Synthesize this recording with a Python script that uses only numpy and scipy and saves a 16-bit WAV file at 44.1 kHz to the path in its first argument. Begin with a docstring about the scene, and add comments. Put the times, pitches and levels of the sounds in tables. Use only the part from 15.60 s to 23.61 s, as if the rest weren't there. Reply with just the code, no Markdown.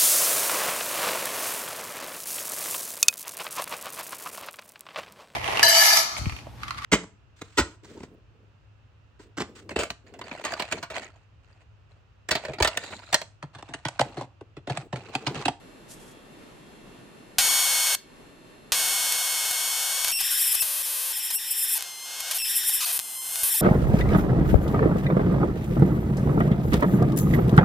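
"""High-voltage discharges in a small room

A home-built generator discharges between two crocodile clips on a carpet; each discharge heats a thread
of air, whose sudden expansion is a click. Across a wide gap, streamers fire in step with the oscillator
and whine; nearer, the gap breaks down in a rasp of sparks; closest, it holds a hissing, squealing arc.
Beneath are room rumble, the motor of a nearby camera, two faint tones and a hand sliding on a lead."""
import sys
import numpy as np
from scipy import signal
from scipy.fft import rfft, irfft, next_fast_len
from scipy.io import wavfile
from scipy.ndimage import map_coordinates

SR = 44100
rng = np.random.default_rng(int(sys.argv[2]) if len(sys.argv) > 2 else 0)


def master(y):
    """Save y as 16-bit WAV."""
    cut = np.clip(np.atleast_2d(y).T, -1, 1)
    pcm = np.round(cut * 32767)  # scale
    wavfile.write(sys.argv[1], SR, pcm.astype(np.int16))


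N = 353241

# runs of free sparks: (start [s], end [s], rate [1/s], level [dB], treble over level [dB])
SPARK_RUNS = [(1.784, 1.809, 740, -20.5, -5), (3.121, 3.152, 570, -23, -6), (4.513, 4.522, 800, -30.5, 7),
              (4.606, 4.617, 790, -26.5, 4.5), (4.931, 4.957, 650, -34, 9), (5.021, 5.224, 594, -33.5, 7),
              (5.258, 5.525, 540, -34, 6.5), (5.576, 5.594, 830, -36.5, 8.5),
              (5.704, 5.716, 840, -30.5, 4.5), (6.152, 6.181, 880, -31.5, 7), (6.711, 6.724, 640, -31, -.5),
              (6.745, 6.78, 720, -31, 5), (7.094, 7.102, 754, -34.5, 7), (7.205, 7.251, 1230, -26.5, -1),
              (7.253, 7.26, 4450, -28, 0), (7.261, 7.32, 743, -30, 4), (7.323, 7.38, 474, -33.5, 9.5),
              (7.834, 7.898, 490, -32.5, 11), (7.942, 7.962, 850, -31.5, 11)]
# click spectrum of a spark: (frequency [Hz], level [dB])
SPARK_SPECTRUM = [(100, -30), (500, -12), (950, -7), (1700, -5.5), (3400, -1.5), (4300, -1), (5500, -2),
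                  (6900, 0.5), (8500, 14.5), (10700, 21.5), (13500, 17.5), (14900, 16), (15800, -44)]
# single hard snaps: (time [s], level [dB])
SNAPS = [(2.271, -7), (2.3495, -7), (3.524, -4), (3.912, -8), (4.446, -5), (4.449, -5), (4.4757, -8),
         (4.4824, -7), (6.2085, -15), (6.2245, -11), (6.604, -13), (6.607, -12), (7.392, -7), (7.3985, -9),
         (7.758, -9)]
# breakdowns of the gap by a run of sparks: (time [s], thud level [dB])
BREAKDOWNS = [(1.786, -24), (3.121, -26), (4.952, -41), (5.025, -35), (6.713, -51), (7.094, -46),
              (7.831, -29)]


def amp(db):
    """Decibels as an amplitude ratio."""
    return 10 ** (np.asarray(db) / 20)


def along(points, hz):
    """Interpolation of (frequency, value) points on a logarithmic frequency axis."""
    knots, values = np.transpose(points)
    return np.interp(np.log(hz + 1), np.log(knots), values)


def curve(points, t):
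    """Linear interpolation of (time, value) points."""
    return np.interp(t, *np.transpose(points))


def gate(t, start, end, fade_s):
    """A trapezoidal window from start to end."""
    return np.clip(np.minimum(t - start, end - t) / fade_s + .5, 0, 1)


def spell(rows, t):
    """For each time: whether a (start, end, ...) row is sounding, its age, and its other columns."""
    rows = np.array(rows)
    latest = np.maximum(np.searchsorted(rows[:, 0], t) - 1, 0)
    start, end, *columns = rows[latest].T
    return (t > start) & (t < end), t - start, *columns


def chance(t):
    """White Gaussian noise sampled at the times t."""
    return rng.standard_normal(N)[np.clip((t * SR).astype(int), 0, N - 1)]


def wobble(t, rate):
    """Slow random modulation: a spline through rate Gaussian knots a second."""
    return map_coordinates(rng.standard_normal(int(N * rate / SR) + 4), [t * rate], mode="nearest")


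def filtered(x, response):
    """Zero-phase filtering: the spectrum of x times a function of frequency."""
    size = next_fast_len(N + SR // 4)
    return irfft(rfft(x, size) * response(np.fft.rfftfreq(size, 1 / SR)), size)[..., :N]


def impulses(times, sizes):
    """Band-limited impulses: windowed sinc pulses that may fall between samples."""
    position = times[:, None] * SR
    index = np.floor(position).astype(int) + np.arange(-7, 9)
    pulses = sizes[:, None] * np.sinc(index - position) * np.sinc((index - position) / 8)
    return np.bincount(np.clip(index, 0, N).ravel(), pulses.ravel(), N + 1)[:N]


def noise(spectrum, correlation):
    """Partly coherent stereo noise of rms 1: the ratio of mid to side sets the correlation."""
    def response(hz):
        angle = np.arccos(np.clip(along(correlation, hz), -1, 1)) / 2
        return amp(along(spectrum, hz)) * [np.cos(angle), np.sin(angle)]
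    mid, side = filtered(rng.standard_normal((2, N)), response)
    pair = np.array([mid + side, mid - side])
    return pair / np.sqrt(np.mean(pair ** 2) + 1e-20)


def hum(t, clock, hz, db):
    """A sinusoid, phase-modulated by an unsteady clock and wavering in level."""
    return np.sqrt(2) * amp(db + wobble(t, 3.07)) * np.sin(2 * np.pi * hz * clock)


def room_rumble(t):
    """Ambient noise, mostly at low frequencies, that sinks away."""
    # ambient spectrum: (frequency [Hz], level [dB])
    spectrum = [(15, -44.5), (28, -3), (50, -10), (80, -12.5), (125, -7), (280, -4.5), (400, -6.5),
                (520, -10.5), (900, -14.5), (1800, -19.5), (2800, -21.5), (5500, -30.5), (11500, -34),
                (14000, -50)]
    # likeness of left and right: (frequency [Hz], correlation [1])
    correlation = [(60, 0.05), (110, 0.65), (200, 0.57), (380, 0.63), (700, 0), (1300, 0), (2400, 0.16),
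                   (10000, 0.04)]
    # course of the rumble: (time [s], level [dB])
    envelope = [(0, -48.5), (1.75, -49.5), (2.3, -59.5), (2.5, -50), (3.1, -50.5), (3.7, -62.5), (4.6, -61),
                (5.6, -70.5), (7.3, -65), (8, -66)]
    return amp(curve(envelope, t) + 0.84 * wobble(t, 10)) * noise(spectrum, correlation)


def camera_motor(t, clock):
    """Nearly periodic rotation radiates a line spectrum."""
    # motor partials: (frequency [Hz], level [dB])
    partials = [(150, -83.5), (225, -78), (375, -71), (600, -73), (1124, -73.5), (1798, -72), (2699, -71),
                (3601, -74), (4199, -72.5), (7499, -78), (8102, -97), (11100, -78), (11402, -85)]
    return sum(hum(t, clock, hz, db) for hz, db in partials)


def faint_tones(t, clock):
    """Two nearly pure tones fade in and out."""
    # spells of a tone: (start [s], end [s], frequency [Hz], level [dB])
    tones = [(.37, .66, 3300, -68), (1.0, 1.42, 3300, -70), (.3, .7, 899, -69), (4.4, 6.2, 899, -61),
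             (6.7, 8.1, 899, -64.5)]
    return sum(gate(t, start, end, fade_s=.12) * hum(t, clock, hz, db) for start, end, hz, db in tones)


def hand_rustle(t):
    """Sliding friction of a hand on the lead makes bright, fluttering noise."""
    # strokes of the hand: (start [s], end [s], level [dB])
    strokes = [(0.291, 0.348, -49), (.345, .53, -59)]
    # friction spectrum: (frequency [Hz], level [dB])
    spectrum = [(1000, -24), (3000, -8.5), (7000, -2), (9500, -3), (12500, -7), (14000, -38)]
    envelope = sum(amp(db) * gate(t, start, end, fade_s=0.028) for start, end, db in strokes)
    return envelope * amp(1.48 * wobble(t, 120.0)) * noise(spectrum, correlation=[(1000, 0.39)])


def background():
    """Superposition of the quiet sources; all the tones share one slight flutter."""
    t = np.arange(N) / SR
    rumble = room_rumble(t)
    clock = t + 2e-5 * wobble(t, 9)
    return rumble + camera_motor(t, clock) + faint_tones(t, clock) + hand_rustle(t)


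def reflections(x, near_db=-8, near_t60_s=.03, tail_db=-18):
    """Early scattering from clips, board and camera, and a short reverberant tail from the walls."""
    # reverberation time: (frequency [Hz], time to fall 60 dB [s])
    t60 = [(200, 0.25), (2000, 0.46), (12000, 0.18)]
    hz, t, spectra = signal.stft(rng.standard_normal((2, SR // 4)), SR, nperseg=256)
    tail = signal.istft(spectra * amp(-60 * t / along(t60, hz)[:, None]), SR, nperseg=256)[1]
    t = np.arange(tail.shape[1]) / SR
    near = rng.standard_normal(tail.shape) * amp(-60 * t / near_t60_s) * (t > .0003)
    response = sum(amp(db) * part / np.linalg.norm(part, axis=1, keepdims=True)
                   for db, part in [(near_db, near), (tail_db, tail)])
    return signal.oaconvolve(x[None], response, axes=1)[:, :N]


def at_microphone(direct):
    """Direct and reflected sound add at two ports; their level difference places the gap."""
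    # how unlike the ports hear the reflections: (frequency [Hz], side gain [dB])
    width = [(500, 4.5), (1300, -9.5), (2400, -11), (4400, 0.5), (12000, -1)]
    # hollow colour common to all discharges: (frequency [Hz], gain [dB])
    colour = [(800, -0.5), (1080, 3), (1280, -0.5), (1620, 2), (2000, -0.5), (2500, 0.5)]
    # channel balance: (frequency [Hz], left minus right [dB])
    balance = [(60, 6), (400, -2), (1000, 1.9), (2300, -2), (5000, 3), (9000, 1.5), (15000, 2.2)]
    # the gap shifts before the camera: (time [s], left minus right [dB])
    pan = [(3.7, -0.7), (4.7, 0.7), (5.4, 1), (5.8, 0)]
    left, right = reflections(direct)
    side = filtered((left - right) / 2, lambda hz: amp(along(width, hz)))
    pair = direct + (left + right) / 2 + np.array([side, -side])
    heard = filtered(pair, lambda hz: amp(along(colour, hz) + np.outer([.5, -.5], along(balance, hz))))
    return heard * amp(np.outer([.5, -.5], curve(pan, np.arange(N) / SR)))


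def click_bands(spectrum, size=1024, crossover_hz=7000):
    """A minimum-phase click, made by folding the cepstrum, split into body and treble of energy 1 each."""
    hz = np.fft.rfftfreq(size, 1 / SR)
    cepstrum = irfft(np.log(amp(along(spectrum, hz))))
    cepstrum[1:size // 2] *= 2
    cepstrum[size // 2 + 1:] = 0
    click = np.exp(rfft(cepstrum))
    highpass = 1 / (1 + (crossover_hz / (hz + 1)) ** 12)
    bands = np.roll(irfft(click * [1 - highpass, highpass]), size // 2, axis=1)
    return bands / np.linalg.norm(bands, axis=1, keepdims=True)


def discharges(times, sizes, treble_db, spectrum):
    """Thermal expansion: each discharge heats a thread of air and clicks, brighter when hotter."""
    def clicks(strengths, band):
        return signal.oaconvolve(impulses(times, strengths), np.append(band, 0), "same")
    body, treble = click_bands(spectrum)
    return -clicks(sizes, body) - clicks(sizes * amp(treble_db), treble)


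def firings(hz, mean_cycles, scatter, jitter_s=0, stall_s=0, memory=0):
    """Relaxation oscillation: the gap charges for whole cycles, then fires. Gives times and waits [s]."""
    t = np.arange(N) / SR
    # a hot channel (memory near 1) keeps its rhythm for milliseconds; a cold one decides afresh
    deviation = memory * wobble(t, 170) + np.sqrt(max(0, 1 - memory ** 2)) * chance(t)
    cycles = np.maximum(1, np.round(mean_cycles + scatter * deviation))
    slip = jitter_s * mean_cycles * scatter * chance(t)  # long, uncertain charges blur the pitch
    wait = np.maximum(stall_s + cycles / hz + slip, 1 / SR)
    times = [0]
    while times[-1] < t[-1]:
        times.append(times[-1] + wait[int(times[-1] * SR)])
    return np.array(times[1:]), np.diff(times)


def between_sparks(times):
    """True where no run of free sparks drains the gap."""
    return ~spell(SPARK_RUNS, times)[0]


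def thuds(hz=55, t60_s=0.024, rise_s=0.00074, gain_db=1.5, snap_offset_db=-36):
    """A breakdown or snap comes with one low, damped thud, out of phase between left and right."""
    t = np.arange(SR // 4) / SR
    phase = 0.84 * np.array([[1], [-1]])  # the left leads, the right lags
    envelope = amp(-60 * t / t60_s) * (1 - np.exp(-t / rise_s))
    thud = np.sin(2 * np.pi * hz * t + phase) * envelope
    strength = np.linalg.norm(thud, axis=1, keepdims=True)
    times, levels = np.transpose(list(BREAKDOWNS) + [(s, db + snap_offset_db) for s, db in SNAPS])
    onsets = impulses(times, amp(levels + gain_db))
    return signal.oaconvolve(onsets[None], thud * strength.mean() / strength, axes=1)[:, :N]


def snaps():
    """Dielectric breakdown: now and then one full spark jumps the wide gap."""
    times, db = np.transpose(SNAPS)
    return discharges(times, amp(db + .5), treble_db=1.5, spectrum=SPARK_SPECTRUM)


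def sparks(cold_gap_db=7.5, warming_s=0.0087):
    """Free relaxation oscillation: the gap recharges and breaks down in a rasp, less evenly when slow."""
    runs = []
    for start, end, rate, db, treble_db in SPARK_RUNS:
        unevenness = .145 * min(1, 1150 / rate) ** 2
        waits = np.exp(unevenness * rng.standard_normal(size=200))  # in nominal periods
        t = start + (np.cumsum(waits) - waits[0]) / rate
        # sparks are stronger around a breakdown, while the air is cold
        cold = sum(np.exp(-abs(t - s) / warming_s) for s, _ in BREAKDOWNS)
        sizes = amp(db + cold_gap_db * cold) * np.sqrt(waits * SR / rate / 2)
        runs.append(np.array([t, sizes, np.full(len(t), treble_db)])[:, t <= end])
    return discharges(*np.hstack(runs), SPARK_SPECTRUM)


def squealing(t):
    """Subharmonic locking: 1 while a freshly lit arc squeals on every second cycle, otherwise 0."""
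    # squeals: (start [s], end [s])
    squeals = [(4.515, 4.59), (5.0, 5.03), (5.755, 5.788), (6.79, 6.852)]
    return sum(gate(t, start, end, fade_s=.014) for start, end in squeals)


def flaring(t, fall_s=0.019):
    """Treble lift of the hiss [dB]: each flare is a Gaussian with its own rise and a quick collapse."""
    # flares of the arc: (peak time [s], rise [s], treble lift [dB])
    flares = [(4.715, 0.0099, 6), (4.81, 0.045, 6), (4.872, 0.038, 7), (4.93, 0.033, 9),
              (5.02, 0.019, 11.5), (5.578, 0.017, 7), (5.657, 0.023, 7.5), (5.758, 0.042, 12),
              (5.885, .015, 3.5), (5.912, 0.0078, 11.5), (5.995, 0.029, 7), (6.039, 0.038, 7),
              (6.14, 0.07, 8.5), (6.91, 0.022, 4.5), (6.975, 0.027, 9), (7.088, 0.03, 8.5),
              (7.153, .035, 9), (7.98, .03, 1)]
    return sum(db * np.exp(-((t - peak) / np.where(t < peak, rise, fall_s)) ** 2)
               for peak, rise, db in flares)


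def arc(hiss_hz=5920, squeal_hz=6100, writhe_cycles=.2):
    """Reignition: the hot channel relights every two or three cycles; its writhing bends the pitch."""
    # standing arc: (start [s], end [s], level [dB], drift [dB/s], treble over level [dB])
    spells = [(4.521, 5.024, -31.5, -5, 2), (5.228, 5.257, -38.5, 0, 8), (5.527, 5.75, -37, -6.5, 2),
              (5.75, 6.15, -40, 9, 3), (6.783, 7.204, -34, -4, 3), (7.9, 8.01, -36.5, 5, 10.5)]
    # click spectrum of a reignition: (frequency [Hz], level [dB])
    spectrum = [(100, -12.5), (500, -3), (1000, 1), (1700, 3.5), (2600, 4), (3500, 9), (4200, 3),
                (5400, 9.5), (6600, 2), (7600, 13.5), (10600, 18.5), (12000, 17.5), (13400, 17.5),
                (14900, 10.5), (15600, -7)]
    t = np.arange(N) / SR
    lock = squealing(t)
    blend = lambda hiss, squeal: hiss + lock * (squeal - hiss)
    oscillator_hz = blend(hiss_hz, squeal_hz) * (1 + blend(.024, .018) * wobble(t, 85))
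    cycles = blend(2.62 + writhe_cycles * wobble(t, 40), 2)
    times, waits = firings(oscillator_hz, cycles, scatter=blend(.58, .24),
                           jitter_s=1.45e-5, stall_s=3.8e-5, memory=.68)
    on, age, db, drift, treble_db = spell(spells, times)
    squeal = squealing(times)
    sizes = amp(db + drift * age + 0.5 * squeal + chance(times)) * np.sqrt(waits * SR)
    flicker_db = 1.2 * wobble(times, 55)
    hiss_db = treble_db + flaring(times) - 2.5 * squeal + flicker_db  # a squeal is duller
    return discharges(times, sizes * on * between_sparks(times), hiss_db, spectrum)


def streamers(usual_hz=2200.6, sag_db_per_hz=0.05, scatter_cycles=.74):
    """Phase locking: streamers skip cycles at random but keep step with the oscillator, and so whine."""
    # streamers across the wide gap: (start [s], end [s], level [dB], drift [dB/s],
    # treble over level [dB], charging time [cycles])
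    spells = [(1.81, 2.353, -25, -1.5, -2, 1.63), (3.153, 4.509, -27.5, -3, -.7, 2.01),
              (6.184, 6.742, -36.5, 3.5, -4, 2.55), (7.378, 7.832, -39.5, 12, 6.5, 2.09)]
    # the oscillator sags as the clips part, one curve a spell: (time [s], frequency [Hz])
    pitch_curves = [
        [(1.81, 2221), (2.034, 2212), (2.042, 2206), (2.35, 2194)],
        [(3.15, 2206), (3.732, 2188), (4.258, 2206), (4.478, 2217), (4.49, 2259)],
        [(6.19, 2195), (6.22, 2128), (6.368, 2086), (6.652, 2174), (6.74, 2217)],
        [(7.4, 2072), (7.412, 2092), (7.494, 2077), (7.648, 2088), (7.79, 2158)],
    ]
    # steadier rhythms: (start [s], end [s], charging time [cycles], scatter [cycles])
    locks = [(6.289, 6.46, 1.43, 0.34), (7.538, 7.629, 2, 0.33), (7.755, 7.85, 3.1, .6)]
    # click spectrum of a streamer: (frequency [Hz], level [dB])
    spectrum = [(60, -29), (250, -32), (450, -7.5), (750, -4.5), (1150, -8), (1550, 0), (2200, -0.5),
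                (3300, 0), (4400, -0.5), (6700, 1), (8500, 8.5), (12500, 6), (14800, 0.5), (15600, -7)]
    t = np.arange(N) / SR
    pitch = np.vstack(pitch_curves)
    oscillator_hz = curve(pitch, t) * (1 + .0018 * wobble(t, 60))
    cycles, scatter = spell(spells, t)[-1], scatter_cycles
    for start, end, locked_cycles, locked_scatter in locks:
        lock = gate(t, start, end, fade_s=.05)
        cycles = cycles + lock * (locked_cycles - cycles)
        scatter = scatter + lock * (locked_scatter - scatter)
    times, waits = firings(oscillator_hz, cycles, scatter, jitter_s=1e-5)
    on, age, db, drift, treble_db, _ = spell(spells, times)
    sag_db = sag_db_per_hz * (curve(pitch, times) - usual_hz)  # weaker as the pitch sags
    uneven_db, glint_db = .9 * chance(times), 1.1 * chance(times)
    # a longer charge makes a bigger click
    sizes = amp(db + drift * age + sag_db + uneven_db) * np.sqrt(waits * SR)
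    return discharges(times, sizes * on * between_sparks(times), treble_db + glint_db, spectrum)


def scene():
    """Superposition of the discharges in the room, their thuds and the background."""
    gap = streamers() + arc() + sparks() + snaps()
    return at_microphone(gap) + thuds() + background()


def record(dry):
    """Band limiting: the camera cuts off the highest treble with a steep low-pass."""
    cutoff_hz = 15350
    return filtered(dry, lambda hz: 1 / (1 + (hz / cutoff_hz) ** 160))


dry = scene()
out = record(dry)
master(out)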